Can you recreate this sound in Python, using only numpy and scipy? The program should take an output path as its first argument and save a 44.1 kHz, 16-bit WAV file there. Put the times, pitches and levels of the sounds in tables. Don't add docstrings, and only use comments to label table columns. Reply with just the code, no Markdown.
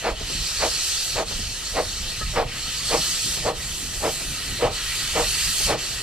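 import sys
import numpy as np
from scipy import signal
from scipy.fft import rfft, irfft, next_fast_len
from scipy.io import wavfile
from scipy.ndimage import uniform_filter1d, map_coordinates

SR = 44100
rng = np.random.default_rng(int(sys.argv[2]) if len(sys.argv) > 2 else 0)


def store_wav(level_fs):
    pcm = np.round(np.clip(np.atleast_2d(level_fs), -1, 1) * 32767)
    wavfile.write(sys.argv[1], SR, pcm.T.astype(np.int16))


def volts_from_decibels(level):
    exponent = np.asarray(level, float) / 20
    return 10 ** exponent


N = 265482
TIME = np.arange(N) / SR


def unit(x):
    return x / np.sqrt(np.mean(x ** 2) + 1e-20)


def along(points, hz):
    f, value = np.transpose(points)
    return np.interp(np.log(hz + 1), np.log(f + 1), value)


def level_curve(points):
    s, db = np.transpose(points)
    return np.interp(TIME, s, db)


def bump(s, width):
    return np.exp(-np.minimum(((TIME - s) / width) ** 2, 20))


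def wobble(rate):
    knots = rng.standard_normal(int(N * rate / SR) + 4)
    return map_coordinates(knots, [TIME * rate])


def filtered(x, response):
    m = next_fast_len(N + SR // 2)
    return irfft(rfft(x, m) * response(np.fft.rfftfreq(m, 1 / SR)), m)[..., :N]


def coloured(noise, curve):
    return unit(filtered(noise, lambda hz: volts_from_decibels(along(curve, hz))))


def patchy(patchy_db):
    z = signal.stft(rng.standard_normal((2, N)), nperseg=512)[2]
    field = rng.standard_normal(z.shape[1:])
    field = uniform_filter1d(uniform_filter1d(field, 6, 0), 10, 1)
    return signal.istft(z * volts_from_decibels(patchy_db * unit(field)), nperseg=512)[1][:, :N]


def ports(pair, alike, lead_us, pan=((1, 0),)):
    m = next_fast_len(N + 4096)
    hz = np.fft.rfftfreq(m, 1 / SR)
    turn = np.arccos(np.clip(along(alike, hz), -1, 1)) / 2
    shared, own = rfft(pair, m) * [np.cos(turn), np.sin(turn)]
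    left = np.exp(-1j * np.pi * hz * along(lead_us, hz) / 1130000.0) * volts_from_decibels(along(pan, hz) / 2)
    return irfft([(shared + own) * left, (shared - own) / left], m)[:, :N]


# peak t/s, level/dB, fall t/s, roar over the pipe level/dB
BEATS = [(.078, -22, .074, -5.5), (.645, -22, .058, -4.5), (1.2, -22, .058, -7.5),
         (1.79, -21.5, .066, -7.5), (2.39, -19.5, .082, -6.5), (2.944, -20, .07, -7.5),
         (3.487, -17.5, .062, -11.5), (4.064, -20.5, .065, -9.5), (4.646, -19.2, .09, -9.5),
         (5.19, -21.8, .078, -5.5), (5.72, -22, .074, -7)]


def puffs(early_s, shrink, tilted):
    rise_s, usual_db, sharper_per_db = .051, -21, .21
    flow = np.zeros(N)
    for s, db, fall_s, roar_db in BEATS:
        t = TIME - s + early_s
        square = np.clip(2.1 - sharper_per_db * (db - usual_db), 1, 3)
        away = np.abs(t / (shrink * np.where(t < 0, rise_s, fall_s))) ** square
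        flow += volts_from_decibels(db + tilted * roar_db - 26.3 * away)
    return flow


PIPE_HZ = 157
# multiple of PIPE_HZ, width f/Hz, level/dB
PIPE_MODES = [(1, 42, -15), (2, 51, -9), (3, 48, -0.5), (4, 74, -1.5), (5, 72, -2.5), (6, 120, -7.5),
              (7, 54, -6.5), (8, 125, -9)]


def pipe(f):
    total = 0
    for k, width, db in PIPE_MODES:
        damping = 1j * f * width
        total = total + (-1) ** k * volts_from_decibels(db) * damping / ((k * PIPE_HZ) ** 2 - f * f + damping)
    return total / (1 + 1j * f / 1500) ** 2


# f/Hz, level/dB per Hz
MOUTH_ROAR = [(600, -30), (1000, -1), (1300, -1), (1550, -2), (1850, -0.5), (2100, -2.5), (2400, -0.5),
              (3200, -9.5), (5000, -10), (9000, -52)]
# f/Hz, lead of the right port/microseconds
BLAST_LEAD = [(200, 110), (700, 186), (1000, 140), (1500, 20), (2400, 59)]


def chimney():
    white = rng.standard_normal((2, 2, N))
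    eddies = volts_from_decibels(0.94 * wobble(70))
    flow = puffs(0.0081, 1.027, tilted=False)
    tone = filtered(white[0] * eddies * flow, pipe) / np.std(filtered(white[0], pipe))
    roar = coloured(white[1], MOUTH_ROAR) * puffs(0.01, 0.91, tilted=True)
    blast = tone + roar
    t = np.arange(SR // 2) / SR
    tail = rng.standard_normal((2, len(t))) * volts_from_decibels(-60 * t / 0.63) * (t > .03)
    echo = signal.fftconvolve(blast, tail / np.linalg.norm(tail[0]), axes=1)[:, :N]
    return ports(blast, [(500, 1.0), (1100, 1.0), (3000, 0.93)], BLAST_LEAD) + volts_from_decibels(-19.5) * echo


# valve opens t/s, flow level/dB, filling t/s, drift dB/s, fizz over the flow level/dB
STROKES = [
    (-1, -42, .03, 0.1, -3),
    (.14, -28, .135, 1.5, -8.5),
    (1.25, -33.5, .015, -1.5, -8),
    (2.45, -28, .18, .5, -6.5),
    (3.53, -36, .05, -2.5, -.5),
    (4.7, -36, .015, 9, -2.5),
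    (5.765, -33.5, .012, -12, -3.5),
    (7, -34, .03, .1, -3),
]
# t/s, level/dB, half width t/s
SPURTS = [
    (.47, 3, .045),
    (1.8, 1.5, .15),
    (2.88, 2.5, .04),
    (3.23, 1.5, .05),
    (3.41, -3.5, .06),
    (4.06, 2, .12),
    (5.65, 2.5, .035),
]


def strokes(shut_db, slower, fizzy):
    fade_s = .04
    s, db, fill, drift, fizz = np.transpose(STROKES)
    k = np.searchsorted(s, TIME, side="right") - 1
    since, until = TIME - s[k], s[k + 1] - TIME
    hiccup = -2 * np.exp(-((since - .37) / .03) ** 2)
    full = db[k] + fizzy * fizz[k] + drift[k] * since + hiccup
    full += sum(spurt_db * bump(at, width) for at, spurt_db, width in SPURTS)
    filling = 1 - np.exp(-since / (slower * fill[k]))
    fading = 1 - np.exp(-until / (slower * fade_s))
    return shut_db + (full - shut_db) * filling * fading


# f/Hz, level/dB per Hz
STEAM = [(600, -31), (1000, -16.5), (1200, -12), (1700, -7.5), (2500, -5), (3500, -4), (4800, -1),
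         (6500, -3), (8200, -6), (10000, -8), (12000, -15), (14400, -16.5)]
# f/Hz, width f/Hz, level/dB
COMB = [(1084, 140, 0), (1283, 103, 7), (1925, 130, 5.5), (2114, 100, -6.5), (2700, 134, 4),
        (3058, 88, 6.5), (4300, 350, 5.5), (6230, 940, 4), (7680, 780, 6), (9150, 640, 2.5),
        (10820, 600, 3)]


def steam_colour(hz):
    comb_db = sum(db / (1 + (2 * (hz - centre) / width) ** 2) for centre, width, db in COMB)
    return volts_from_decibels(along(STEAM, hz) + comb_db)


# t/s, level/dB
LEAK = [(0, -38), (.3, -36.5), (.8, -35), (1.4, -39.5), (2.35, -38.5), (2.55, -35.5), (3.3, -36.5),
        (3.65, -39), (4.5, -35.5), (4.8, -32), (5.65, -32.5), (6.02, -36)]
# f/Hz, likeness 0-1
JET_ALIKE = [(1600, .95), (3000, .86), (3350, .52), (4300, .85), (4900, .33), (6300, .53), (7100, .33),
             (7800, .62), (8600, .25), (9350, .68), (10200, .3), (10700, .65), (12000, .4), (14000, .25)]
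# f/Hz, lead of the right port/microseconds
JET_LEAD = [(2000, 11), (3500, 46), (4500, 32), (5600, 26), (6500, 61), (8000, 16.5), (9400, 41),
            (10200, 38), (12500, 46)]
# f/Hz, left minus right level/dB
JET_PAN = [(1200, 0.5), (3000, 0), (4300, -2.5), (6200, 1), (7500, -3.5), (9000, 0), (14000, -5)]


def jets():
    body_db = strokes(-45, 1, fizzy=False)
    fizz_db = strokes(-49, 1.6, fizzy=True)
    low_db = level_curve(LEAK)
    choke_db = -7.5 * sum(bump(stroke[0], .025) for stroke in STROKES)

    def above(hz, edge_hz):
        return 1 / (1 + (edge_hz / (hz + 1)) ** 8)

    def hiss(share):
        return unit(filtered(noise, lambda hz: steam_colour(hz) * np.sqrt(share(hz))))

    noise, gust_db = patchy(1.8), 0.65 * wobble(9)
    low = hiss(lambda hz: 1 - above(hz, 3590))
    body = hiss(lambda hz: above(hz, 3650) * (1 - above(hz, 5960)))
    fizz = hiss(lambda hz: above(hz, 9270))
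    steam = low * volts_from_decibels(low_db + 1.0 + 0.69 * choke_db)
    steam += body * volts_from_decibels(body_db - 2.4 + 0.32 * choke_db)
    steam += fizz * volts_from_decibels(fizz_db + 3.5 + 0.37 * choke_db + 0.61 * wobble(15))
    return ports(steam * volts_from_decibels(gust_db), JET_ALIKE, JET_LEAD, pan=JET_PAN)


# f/Hz, level/dB per Hz
WHEEL_COLOUR = [(60, -34), (110, 1), (160, -3.5), (250, -9.5), (400, -14), (700, -37)]
# t/s, level/dB
ROLLING = [(0, -56), (.35, -48), (.9, -54), (1.4, -50), (1.9, -51), (2.4, -47), (3.1, -46.5), (3.7, -47),
           (4.7, -42.5), (4.9, -51), (6.02, -48)]
# f/Hz, level/dB per Hz
RAILS = [(150, -36), (260, -6.5), (500, -3), (900, -3.5), (1200, -8.5), (1800, -44)]
# t/s, level/dB, centre f/Hz, t60 t/s
KNOCKS = [(.205, -28.5, 480, .1), (.295, -32.5, 414, 0.2), (0.344, -25, 200, .05), (1.305, -28, 750, 0.13),
          (1.391, -26, 190, 0.081), (1.95, -43, 300, .06), (2.21, -28, 650, .08), (3.19, -42, 495, .08),
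          (3.365, -33, 600, 0.21), (3.96, -45, 500, .1), (4.199, -35, 500, 0.19), (4.245, -30, 260, 0.046),
          (4.401, -36, 400, 0.056), (5.6, -26.5, 600, 0.094), (5.83, -37, 500, 0.09)]


def carriages():
    tug_db = 3 * sum(bump(beat[0] + .03, .06) for beat in BEATS)
    rumble_db = level_curve(ROLLING) + tug_db + 3.5 + 1.1 * wobble(14)
    sound = coloured(patchy(3.0), WHEEL_COLOUR) * volts_from_decibels(rumble_db)
    sound += coloured(patchy(1.2), RAILS) * volts_from_decibels(-46.5 + 0.43 * wobble(5))
    t = np.arange(SR // 4) / SR
    for s, db, hz, t60 in KNOCKS:
        white = rng.standard_normal((2, len(t)))
        band = signal.butter(2, [0.53 * hz, 1.6 * hz], "band", fs=SR, output="sos")
        thud = unit(signal.sosfilt(band, white))
        knock = thud * volts_from_decibels(db - 60 * t / t60) * (1 - np.exp(-t / 0.0047))
        start = round(s * SR)
        sound[:, start:start + len(t)] += knock[:, :N - start]
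    return ports(sound, [(100, .97), (400, .85), (900, .8)], [(500, -420)])


# f/Hz, level/dB, t60 t/s
ROD_MODES = [
    (1272, 0, .075),
    (1712, -11, .06),
    (1895, -10, .045),
]


def rod():
    clink_s, clink_db, scrape_s = 2.209, -25, .02
    t = np.clip(TIME - clink_s, 0, None)
    after = np.clip(t - scrape_s, 0, None)
    ring = np.zeros(N)
    for hz, db, t60 in ROD_MODES:
        level = volts_from_decibels(db - 60 * after / t60 + 1.5 * wobble(70))
        ring += level * np.sin(2 * np.pi * hz * t + .7 * wobble(110))
    return volts_from_decibels(clink_db) * ring * (1 - np.exp(-t / 0.0066))


# f/Hz, level/dB per Hz
BUFFET = [(11, -27), (18, 1.5), (49, 6.5), (220, -17), (290, -36), (480, -120)]
# t/s, peak level/dB, half width t/s
GUSTS = [(.12, -35, .04), (.23, -35, .04), (.4, -32, .04), (.62, -40, .08), (1.16, -37, .03),
         (1.4, -36, .13), (1.74, -37, .04), (1.86, -38, .04), (2.03, -36, .08), (2.27, -31, .06),
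         (2.41, -34, .08), (2.68, -46, .07), (2.93, -41, .07), (3.32, -39, .025), (3.44, -36, .03),
         (3.58, -39, .03), (3.7, -38, .04), (3.88, -43, .04), (4.02, -37, .07), (4.29, -35, .035),
         (4.51, -36, .04), (4.68, -37, .06), (4.87, -44, .06), (5.22, -35, .1), (5.47, -37, .04),
         (5.67, -32, .05), (5.97, -45, .03)]


def wind():
    low = filtered(rng.standard_normal((2, N)), lambda hz: volts_from_decibels(along(BUFFET, hz)))
    even = low / np.abs(uniform_filter1d(low ** 2, size=SR // 14, axis=1)) ** 0.37
    calm_db = -43.5
    strength = volts_from_decibels(calm_db) + sum(volts_from_decibels(db + 1.1) * bump(s, width) for s, db, width in GUSTS)
    return ports(unit(even) * strength, [(30, 0.99), (150, 1.0)], [(50, 5)], pan=[(30, -3.5), (90, 0.2)])


def scene():
    return chimney() + jets() + carriages() + rod() + wind()


def top_cut(x):
    return signal.sosfilt(signal.butter(12, 15260, fs=SR, output="sos"), x)


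def record(dry):
    top_hz = 14460
    soft = dry / (1 + np.abs(dry / 0.5) ** 4.6) ** (1 / 4.0)
    mix = filtered(soft, lambda hz: hz < top_hz)
    return top_cut(mix)


dry = scene()
out = record(dry)
store_wav(out)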